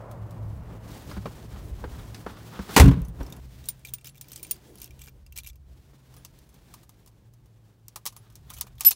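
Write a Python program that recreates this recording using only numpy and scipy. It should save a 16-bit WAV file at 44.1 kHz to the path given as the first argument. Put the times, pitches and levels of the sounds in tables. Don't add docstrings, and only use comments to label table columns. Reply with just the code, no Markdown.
import sys
import numpy as np
from scipy import signal
from scipy.fft import rfft, irfft, next_fast_len
from scipy.io import wavfile
from scipy.ndimage import map_coordinates

SR = 44100
rng = np.random.default_rng(int(sys.argv[2]) if len(sys.argv) > 2 else 0)


def store_pcm(level_fs):
    pcm = np.round(np.clip(level_fs, -1, 1) * 32767).astype(np.int16)
    wavfile.write(sys.argv[1], SR, np.atleast_2d(pcm).T)


N = 394694
SETTLED_S = 3.4


def amp(db):
    return 10 ** (np.asarray(db) / 20)


def unit(x):
    return x / np.sqrt(np.mean(x ** 2) + 1e-20)


def curves(rows):
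    s, *cols = np.transpose(rows)
    return [np.interp(np.arange(N) / SR, s, c) for c in cols]


def wobble(rate):
    coarse = np.arange(0, N + 32, 32)
    knots = rng.standard_normal(int(N * rate / SR) + 4)
    return np.interp(np.arange(N), coarse, map_coordinates(knots, [coarse * rate / SR]))


def noise(spectrum, spikes_db=0):
    f, db = np.transpose(spectrum)
    m = next_fast_len(N)
    white = rng.standard_normal(m) * amp(spikes_db * rng.standard_normal(m))
    hz = np.fft.rfftfreq(m, 1 / SR)
    colour = amp(np.interp(np.log(hz + 1), np.log(f + 1), db))
    return unit(irfft(rfft(white) * colour, m)[:N])


def modes(table, t, rise_s):
    hz, db, t60 = np.transpose(table)[..., None]
    return amp(db - 60 * t / t60) * np.sin(2 * np.pi * hz * t) * (1 - np.exp(-t / rise_s))


def ring(tones, spread_db):
    return amp(spread_db * rng.standard_normal(len(tones))) @ tones


def add(track, s, sound):
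    part = track[round(s * SR):][:len(sound)]
    part += sound[:len(part)]


def strokes(table, sound):
    out = np.zeros(N)
    for start, end, db in table:
        t = np.arange(round((end - start) * SR)) / SR
        swell = np.sin(np.pi * t / (end - start)) ** 0.51
        add(out, start, amp(db) * swell * sound[round(start * SR):][:len(t)])
    return out


def traffic():
    # t/s, rumble level/dB, drone level/dB
    lows = [(0, -51.5, -47), (.5, -43, -40), (1.5, -48.5, -50), (1.8, -39.5, -47), (2.45, -57, -48.5),
            (3.1, -39, -51), (3.7, -53.5, -55), (4.65, -60.5, -60), (5.0, -51, -57.5), (6.0, -54.5, -61.5),
            (7.0, -62.5, -60.5), (8.5, -57.5, -54), (8.65, -48.5, -52.5), (8.95, -56.5, -64.5)]
    # t/s, f/Hz
    drone_pitch = [(0, 111.3), (2.9, 108), (3.5, 130.5), (6.6, 131.2), (6.85, 110), (8.95, 115)]
    # f/Hz, level/dB
    rumble_colour = [(15, -42), (25, -18), (36, -6.5), (49, -3), (65, -0.5), (88, -8.5), (110, -42),
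                     (190, -120)]
    # f/Hz, level/dB
    tyre_colour = [(210, -40.5), (350, -11), (578, 3), (817, -5), (987, -3.5), (1250, -9), (2500, -30),
                   (3250, -55.5), (5500, -120)]
    # t/s, level/dB
    passing = [(0, -47), (.5, -57.5), (.9, -64), (1.5, -86), (2.7, -70), (3.0, -90)]

    rumble_db, drone_db = curves(lows)
    gusts_db = 2 * wobble(12) * (np.arange(N) < SETTLED_S * SR)
    rumble_db = rumble_db + gusts_db + 3.3 * wobble(4.5)
    drone_db = drone_db + gusts_db + 1.5 * wobble(4.4)

    phase = 2 * np.pi * np.cumsum(curves(drone_pitch)[0] + 3 * wobble(8.3)) / SR
    engine = np.sqrt(2) * (np.sin(phase) + amp(-16) * np.sin(0.6 * phase))
    blur = noise([(70, -37.5), (100, 8.0), (150, 2.5), (220, -11.5), (300, -46)])
    drone = amp(2.9 * wobble(16)) * engine + amp(-3.0) * blur

    tyres = amp(curves(passing)[0] + 1.2 * wobble(13)) * noise(tyre_colour)
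    return tyres + amp(rumble_db) * noise(rumble_colour) + amp(drone_db) * drone


def cloth():
    # t/s, rustle level/dB before its sway
    movement = [(.3, -69.5), (.8, -70), (.9, -56.5), (1.1, -54), (1.6, -59), (2.0, -57), (2.59, -55.5),
                (2.74, -41), (3.0, -65), (3.7, -62), (4.13, -69.5), (4.45, -62), (5.07, -72), (5.45, -79),
                (5.92, -66.5), (6.7, -66), (7.2, -75.5), (7.9, -76), (8.14, -68), (8.7, -73.5)]
    # f/Hz, level/dB
    rub_colour = [(88, -31), (150, -1), (339, -9), (409, -11), (611, -14.5), (996, -17.5), (2550, -32.5),
                  (3000, -34), (3900, -59), (6600, -120)]
    # f/Hz, level/dB
    rustle_colour = [(880, -30), (1500, -3.5), (2660, -5), (3300, -3.5), (7310, -8), (11300, -11.5),
                     (15300, -9.5)]
    # start/s, end/s, level/dB
    scuffs = [(1.07, 1.21, -52.5), (1.27, 1.33, -75), (1.4, 1.44, -70), (1.51, 1.62, -51),
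              (1.93, 2.05, -56), (2.27, 2.42, -52), (2.5, 2.66, -48), (2.66, 2.775, -48), (8.19, 8.35, -66),
              (8.45, 8.72, -63.5)]
    # f/Hz, level/dB
    scuff_colour = [(300, -29), (700, -2), (1300, 2.5), (2200, -10.5), (3600, -8.5), (6000, -18.5),
                    (9000, -40)]
    # start/s, end/s, level/dB
    shifts = [(3.0, 3.3, -58), (1.62, 1.82, -52), (4.35, 5.2, -62)]

    rustle_db, = curves(movement)
    drag, catch = wobble(11), wobble(40)
    rub_gain = amp(4 + rustle_db - 0.35 * (rustle_db - rustle_db.mean()))
    rub_gain += amp(-53.5) * (np.arange(N) < SETTLED_S * SR)
    rub = rub_gain * amp(1.8 * drag + 1.4 * catch) * noise(rub_colour, spikes_db=3)
    rustle_db = rustle_db + 2.1 * drag + 1.7 * catch + 1.1 * wobble(90)
    rustle = amp(rustle_db) * noise(rustle_colour, spikes_db=4)

    cushion = noise([(200, -26), (320, 6), (600, -7.5), (1200, -27.5)])
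    cushion = unit(amp(6.6 * wobble(13)) * cushion)
    scuffing = unit(amp(4.5 * wobble(75)) * noise(scuff_colour, spikes_db=3.5))
    return rub + rustle + strokes(shifts, cushion) + strokes(scuffs, scuffing)


def seat():
    # t/s, puff level/dB, thump level/dB, snap over puff/dB
    knocks = [(0.491, -59, -48, -28), (0.589, -70, -31.5, -30), (1.113, -26.5, -55, -17),
              (1.167, -28, -21.5, -28), (1.257, -17, -39, -29), (1.529, -56, -30, -13),
              (1.796, -51, -29, -25.5), (1.84, -21.5, -43, -41), (2.145, -40.5, -56, 6),
              (2.221, -69.5, -36, -12), (2.264, -19, -60, -28.5), (2.591, -20.5, -19.5, -24),
              (2.691, -25.5, -39, -16), (3.208, -27.5, -49, -39), (5.074, -41.5, -48, -8),
              (5.933, -45.5, -50.5, -20.5), (8.64, -44, -46, -25)]
    # f/Hz, level/dB, t60/s
    spring_tones = [(64.3, -2, .1), (190, 0, 0.082)]
    # f/Hz, level/dB
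    puff_colour = [(88, -40.5), (150, -5), (451, -2.5), (623, -16.5), (925, -12.5), (1440, -13),
                   (2370, -27), (5000, -37.5), (6500, -56), (11000, -120)]
    # f/Hz, level/dB
    snap_colour = [(880, -34.5), (1500, -12.5), (1670, -5), (3060, -18), (4990, -7), (6190, -16.5),
                   (15500, -30)]

    out, t = np.zeros(N), np.arange(SR // 5) / SR
    puff, snap = noise(puff_colour), noise(snap_colour)
    springs = modes(spring_tones, t, rise_s=0.017)
    fall = amp(-60 * t / 0.074) + amp(2.0 - 60 * t / 0.0048)
    envelope = fall * (1 - np.exp(-t / 0.00081))
    for s, puff_db, thump_db, snap_db in knocks:
        at = slice(round(s * SR), round(s * SR) + len(t))
        add(out, s, amp(thump_db + 4.5) * ring(springs, spread_db=2.5))
        add(out, s, amp(puff_db - 8) * envelope * (puff[at] + amp(snap_db + 3.5) * snap[at]))
    return out


def door():
    # t/s, boom level/dB, panel level/dB, trim level/dB
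    slam = [(2.764, -33, -18, -8), (2.777, -24, -23, -11), (2.798, 1, -32, -10), (2.814, 2, -28, -21.5),
            (2.839, -40, -0.5, -24), (2.857, -0.5, -6.5, -26), (2.879, -5, -0.5, -25),
            (2.911, -14.5, -32, -30.5), (2.935, -21, -15, -58), (2.972, -50, -14.5, -56),
            (3.01, -19, -28, -53), (3.08, -27, -24.5, -55), (3.201, -23.5, -37, -40)]
    # f/Hz, level/dB, t60/s
    panel_tones = [(129.7, 0, 0.092), (167, -7.5, .2)]
    # f/Hz, level/dB, t60/s
    skin_tones = [(192, 1.5, 0.083), (269.5, 1.5, 0.21), (351, -11.5, 0.21), (420, -13, 0.091)]
    # f/Hz, level/dB
    rattle_colour = [(240, -31.5), (400, 0.5), (680, -15), (949, -11), (1100, -7.5), (1210, -16.5),
                     (1520, -12.5), (1910, -20), (3240, -22.5), (4330, -28.5), (6710, -37.5),
                     (11100, -43.5), (15000, -42)]
    # f/Hz, level/dB
    crack_colour = [(350, -29.5), (600, -4), (855, -0.5), (1600, -9.5), (1760, -5.5), (2750, -9),
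                    (3470, -13), (6950, -13.5), (15500, -20.5)]

    out, t = np.zeros(N), np.arange(SR // 4) / SR
    rattle = amp(1.8 * wobble(130)) * noise(rattle_colour, spikes_db=2.5)
    crack = noise(crack_colour, spikes_db=3.5)
    panel, skin = modes(panel_tones, t, rise_s=0.0033), modes(skin_tones, t, rise_s=0.0033)
    rattle_fall = (amp(-60 * t / 0.077) + amp(-31 - 60 * t / .5)) * (1 - np.exp(-t / 0.0076))
    crack_fall = amp(-60 * t / 0.065) + amp(-16.5 - 60 * t / 0.11)
    for s, boom_db, panel_db, trim_db in slam:
        at, since = slice(round(s * SR), round(s * SR) + len(t)), s - slam[0][0]
        boom_hz = 47 + (90 - 47) * np.exp(-since / 0.13)
        add(out, s, modes([(boom_hz, boom_db, .17)], t, rise_s=0.0025)[0])
        skin_db = max(-15.5 - 261 * max(since - .1, 0), trim_db + 2)
        if since < .06:
            skin_db -= 5
        add(out, s, amp(panel_db) * ring(panel, spread_db=3.0))
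        add(out, s, amp(skin_db) * ring(skin, spread_db=2.0))
        add(out, s, amp(trim_db) * rattle_fall * rattle[at])
        add(out, s, amp(3.5 + 1.586 * trim_db) * crack_fall * crack[at])
    return out


def chatter():
    # start/s, end/s, level/dB before trim
    slides = [(3.657, 3.711, -51.5), (3.85, 3.916, -49.5), (4.045, 4.102, -47), (4.144, 4.177, -58.5),
              (4.298, 4.41, -56.5), (4.428, 4.566, -53.5), (4.761, 4.878, -56.5), (4.99, 5.094, -53),
              (5.355, 5.409, -46), (5.428, 5.506, -52), (8.051, 8.137, -60.5), (8.464, 8.499, -67),
              (8.495, 8.609, -50.5), (8.654, 8.686, -62.5), (8.779, 8.837, -54), (8.848, 8.934, -34.5)]
    # f/Hz, level/dB
    grit_colour = [(350, -58), (600, -25.5), (3790, -5), (4900, -28), (6090, -4.5), (9920, -21),
                   (11500, -5), (15300, -7.5)]

    life = np.arange(SR // 60) / SR
    grit = noise(grit_colour)
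    out = amp(-7.5) * strokes(slides, unit(amp(1.8 * wobble(180)) * grit))
    for start, end, db in slides:
        for when, pitch, size in rng.random((int(260 * (end - start)), 3)):
            ping_hz = 2300 * 6.5 ** pitch
            ping = modes([(ping_hz, db - 3 + 9 * size, .018)], life, rise_s=.0006)[0]
            grain = grit[int(pitch * (N - len(life))):][:len(life)]
            click = amp(db - 3.5 + 15.2 * size - 60 * life / 0.0048) * grain
            add(out, start + when * (end - start), ping + click)
    return out


def keys():
    # t/s, strike level/dB, ping f/Hz, badge level/dB under the strike
    jangle = [(3.0185, -43, 14900, -20), (3.0494, -36.5, 6120, -28), (3.0829, -41, 15000, -50),
              (3.2311, -35, 5700, -22), (3.264, -34.5, 5330, -16), (3.3009, -38, 11600, -18),
              (3.3243, -27.5, 3630, -26), (3.3653, -38.5, 10560, -19), (3.6406, -37.5, 3840, -24),
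              (3.6567, -33, 8100, -27.5), (3.687, -14, 9360, -41), (3.7933, -48, 8850, -21),
              (3.8495, -27.5, 8480, -11.5), (3.8861, -33, 3500, -15.5), (3.937, -19, 15000, -26),
              (3.9838, -40, 3600, -10.5), (4.0113, -44.5, 8200, -13), (4.045, -38.5, 5090, -8),
              (4.0577, -31, 5170, -19), (4.0713, -28, 15200, -21), (4.0906, -37, 4500, -22),
              (4.155, -44, 14100, -10), (4.1794, -39.5, 3600, -23), (4.212, -25.5, 7800, -26),
              (4.2433, -45.5, 4770, -12), (4.2842, -34, 15100, -31), (4.2964, -45, 5290, -25),
              (4.3183, -27.5, 12000, -27), (4.3314, -28, 8300, -29), (4.36, -23, 8100, -30),
              (4.3764, -36, 8060, -20), (4.3957, -37.5, 14100, -15), (4.4296, -23.5, 15050, -25.5),
              (4.4484, -32.5, 9030, -13), (4.4684, -40, 15000, -22), (4.5112, -14, 9000, -29.5),
              (4.5437, -40.5, 4690, -18), (4.7557, -38, 10400, -16.5), (4.784, -37.5, 10100, -31),
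              (4.801, -36.5, 11200, -22), (4.817, -25, 13200, -21), (4.8304, -33, 8540, -24),
              (4.844, -33, 5500, -18), (4.8584, -37, 14000, -13), (4.9077, -42.5, 5700, -7.5),
              (4.993, -42.5, 6360, -9.5), (5.0169, -30.5, 7670, -10), (5.0454, -43.5, 12900, -18),
              (5.069, -41, 5460, -6.5), (5.083, -38, 6800, -11), (5.2643, -42, 5030, -12),
              (5.3238, -37.5, 13600, -13), (5.3642, -26.5, 14100, -15), (5.3756, -23, 8070, -17),
              (5.3856, -21.5, 11200, -17), (5.445, -40, 7130, -12), (5.4634, -33, 11500, -16),
              (5.4722, -25.5, 11600, -22), (5.4884, -37, 11600, -20), (5.5314, -52, 4870, -14),
              (5.5568, -45, 13500, -16)]
    # t/s, strike level/dB, lock level/dB under the strike
    taps = [(0.113, -46.5, -5.5), (0.308, -52, -3.5), (6.1404, -43.5, -13), (6.1659, -41, -14.5),
            (6.249, -24, -32), (6.3882, -41, -31), (6.4911, -48, -18), (6.542, -42, -22),
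            (6.7392, -33, -14), (6.832, -54, -2.5), (6.8933, -39.5, -18), (7.0618, -40.5, -27.5),
            (7.075, -41, -17.5), (7.3372, -46, -23.5), (7.4584, -56, -10.5), (7.883, -30.5, -34.5),
            (7.9595, -28.5, -8.5), (8.0549, -16.5, -25), (8.0632, -11.5, -28.5), (8.0716, -20, -33.5),
            (8.1249, -49, -8), (8.1648, -30.5, -20), (8.3007, -46.5, -18), (8.3237, -51, -16),
            (8.3551, -29, -40.5), (8.502, -30.5, -12.5), (8.537, -26.5, -35), (8.547, -37, -30),
            (8.5848, -29.5, -24), (8.611, -11, -30), (8.6692, -49.5, -4.5), (8.754, -49.5, -20),
            (8.7974, -36, -24), (8.8079, -9, -29.5), (8.8346, -29, -24), (8.8487, -5.5, -58),
            (8.9086, -10.5, -32.5), (8.9112, -12.5, -31.5)]
    # f/Hz, level/dB, t60/s
    long_tones = [(9040, 0, .06), (12340, -5, .04), (14100, -14, .05), (15040, 3, .045)]
    # f/Hz, level/dB, t60/s
    short_tones = [(6245, -8, .07), (7760, -16, .05), (10372, 0, .11), (11620, -7, .07)]
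    # f/Hz, level/dB, t60/s
    badge_tones = [(2380, -4, 0.038), (2715, -4, 0.036), (3100, -7.5, 0.025)]
    # f/Hz, level/dB, t60/s
    lock_tones = [(974, -7, 0.054), (1110, -19, 0.055), (1222, -0.5, 0.067)]
    # t/s, level/dB
    long_rings = [(3.083, -49), (3.687, -23.5), (3.9364, -27.5), (4.2115, -43.5), (4.4305, -33),
                  (4.5113, -25.5), (4.817, -47.5)]
    # t/s, level/dB
    short_rings = [(3.05, -60), (3.85, -62), (4.0577, -55), (4.092, -59), (4.317, -50), (6.177, -59),
                   (6.4915, -61), (7.9586, -57), (8.055, -41), (8.1646, -48), (8.536, -47)]

    out, t = np.zeros(N), np.arange(SR // 9) / SR
    bright = noise([(1200, -24), (2500, -23.5), (6000, -3.5), (9000, -2.5), (15500, 1.5), (17000, 4.5)],
                   spikes_db=8.5)
    cabin = noise([(900, -18), (2000, -6.5), (6000, 4), (15500, -11.5)])
    barrel = noise([(400, -21), (750, -11.5), (1050, -0.5), (1500, -19.0), (2400, -15.5)])
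    bright, cabin, barrel = [np.pad(x, (0, len(t)), "reflect") for x in (bright, cabin, barrel)]
    tick_fall = amp(-60 * t / .008) + amp(-8 - 60 * t / .035)
    dull_fall = amp(-60 * t / 0.065)
    long, short = modes(long_tones, t, rise_s=0.0012), modes(short_tones, t, rise_s=0.00092)
    badge, lock = modes(badge_tones, t, rise_s=0.0003), modes(lock_tones, t, rise_s=0.0021)

    swing_db = 3 * wobble(120)
    for tones, strikes in ((long, long_rings), (short, short_rings)):
        for s, db in strikes:
            flutter_db = swing_db[round(s * SR):][:len(t)]
            add(out, s, amp(db + flutter_db) * ring(tones, spread_db=3.5))

    quiet_db = -40.5
    contacts = [(s, db, hz, -5, badge_db, quiet_db) for s, db, hz, badge_db in jangle]
    contacts += [(s, db, rng.uniform(3944, 15000), -20, quiet_db, lock_db) for s, db, lock_db in taps]
    for s, db, ping_hz, ping_db, badge_db, lock_db in contacts:
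        at = slice(round(s * SR), round(s * SR) + len(t))
        tick = amp(-7.5) * tick_fall * bright[at]
        ping = modes([(ping_hz, ping_db, .018)], t, rise_s=0.0011)[0]
        answer = amp(-20) * dull_fall * cabin[at]
        keys_ring = amp(quiet_db) * (ring(long, spread_db=4) + ring(short, spread_db=4.5))
        badge_ring = amp(badge_db) * ring(badge, spread_db=5)
        lock_ring = amp(lock_db) * (0.55 * ring(lock, spread_db=1.0) + 1.69 * dull_fall * barrel[at])
        add(out, s, amp(db) * (tick + ping + answer + keys_ring + badge_ring + lock_ring))
    return out


def singing_key():
    # t/s, level/dB
    swell = [(8.848, -70), (8.851, -18), (8.86, -13), (8.868, -3), (8.877, -6.5), (8.889, -11),
             (8.897, -27), (8.93, -83)]
    # f/Hz, f/Hz
    main_hz = (11829, 7763)
    # f/Hz, level/dB relative to each other
    side_tones = [(5216, 0), (6261, -15.5), (10372, -1.5)]

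    top_db, = curves(swell)
    t = np.arange(N) / SR
    since = np.clip(t - swell[0][0], 0, None)
    top, middle = np.sin(2 * np.pi * np.outer(main_hz, t))
    middle_gain = amp(-15 + 1.9 * top_db)
    side = amp(3.6 * wobble(90)) * sum(amp(db) * np.sin(2 * np.pi * hz * t) for hz, db in side_tones)
    side_gain = amp(-17.5 + 0.27 * top_db - 60 * since / 0.21) * (1 - np.exp(-since / 0.0018))
    return (since > 0) * (amp(top_db) * top + middle_gain * middle + side_gain * side)


def scene():
    background = traffic() + cloth() + seat()
    return (background + door() + chatter() + keys() + singing_key())[None]


def record(dry):
    # f/Hz, level/dB
    hiss_colour = [(88, -35.5), (150, -5.5), (268, -10), (313, -8.5), (528, -17), (873, -27), (980, -27),
                   (2170, -31.5), (15300, -41)]

    bass_cut = signal.butter(2, 32, "high", fs=SR, output="sos")
    x = signal.sosfilt(bass_cut, dry) + amp(-71.5) * noise(hiss_colour)
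    x = x / (1 + np.abs(x / 1.1) ** 6) ** (1 / 6)
    m = next_fast_len(N + 4096)
    top_hz, edge_hz = 15850, 120
    slope = (1 - np.tanh((np.fft.rfftfreq(m, 1 / SR) - top_hz) / edge_hz)) / 2
    return irfft(rfft(x, m) * slope, m)[:, :N]


dry = scene()
out = record(dry)
store_pcm(out)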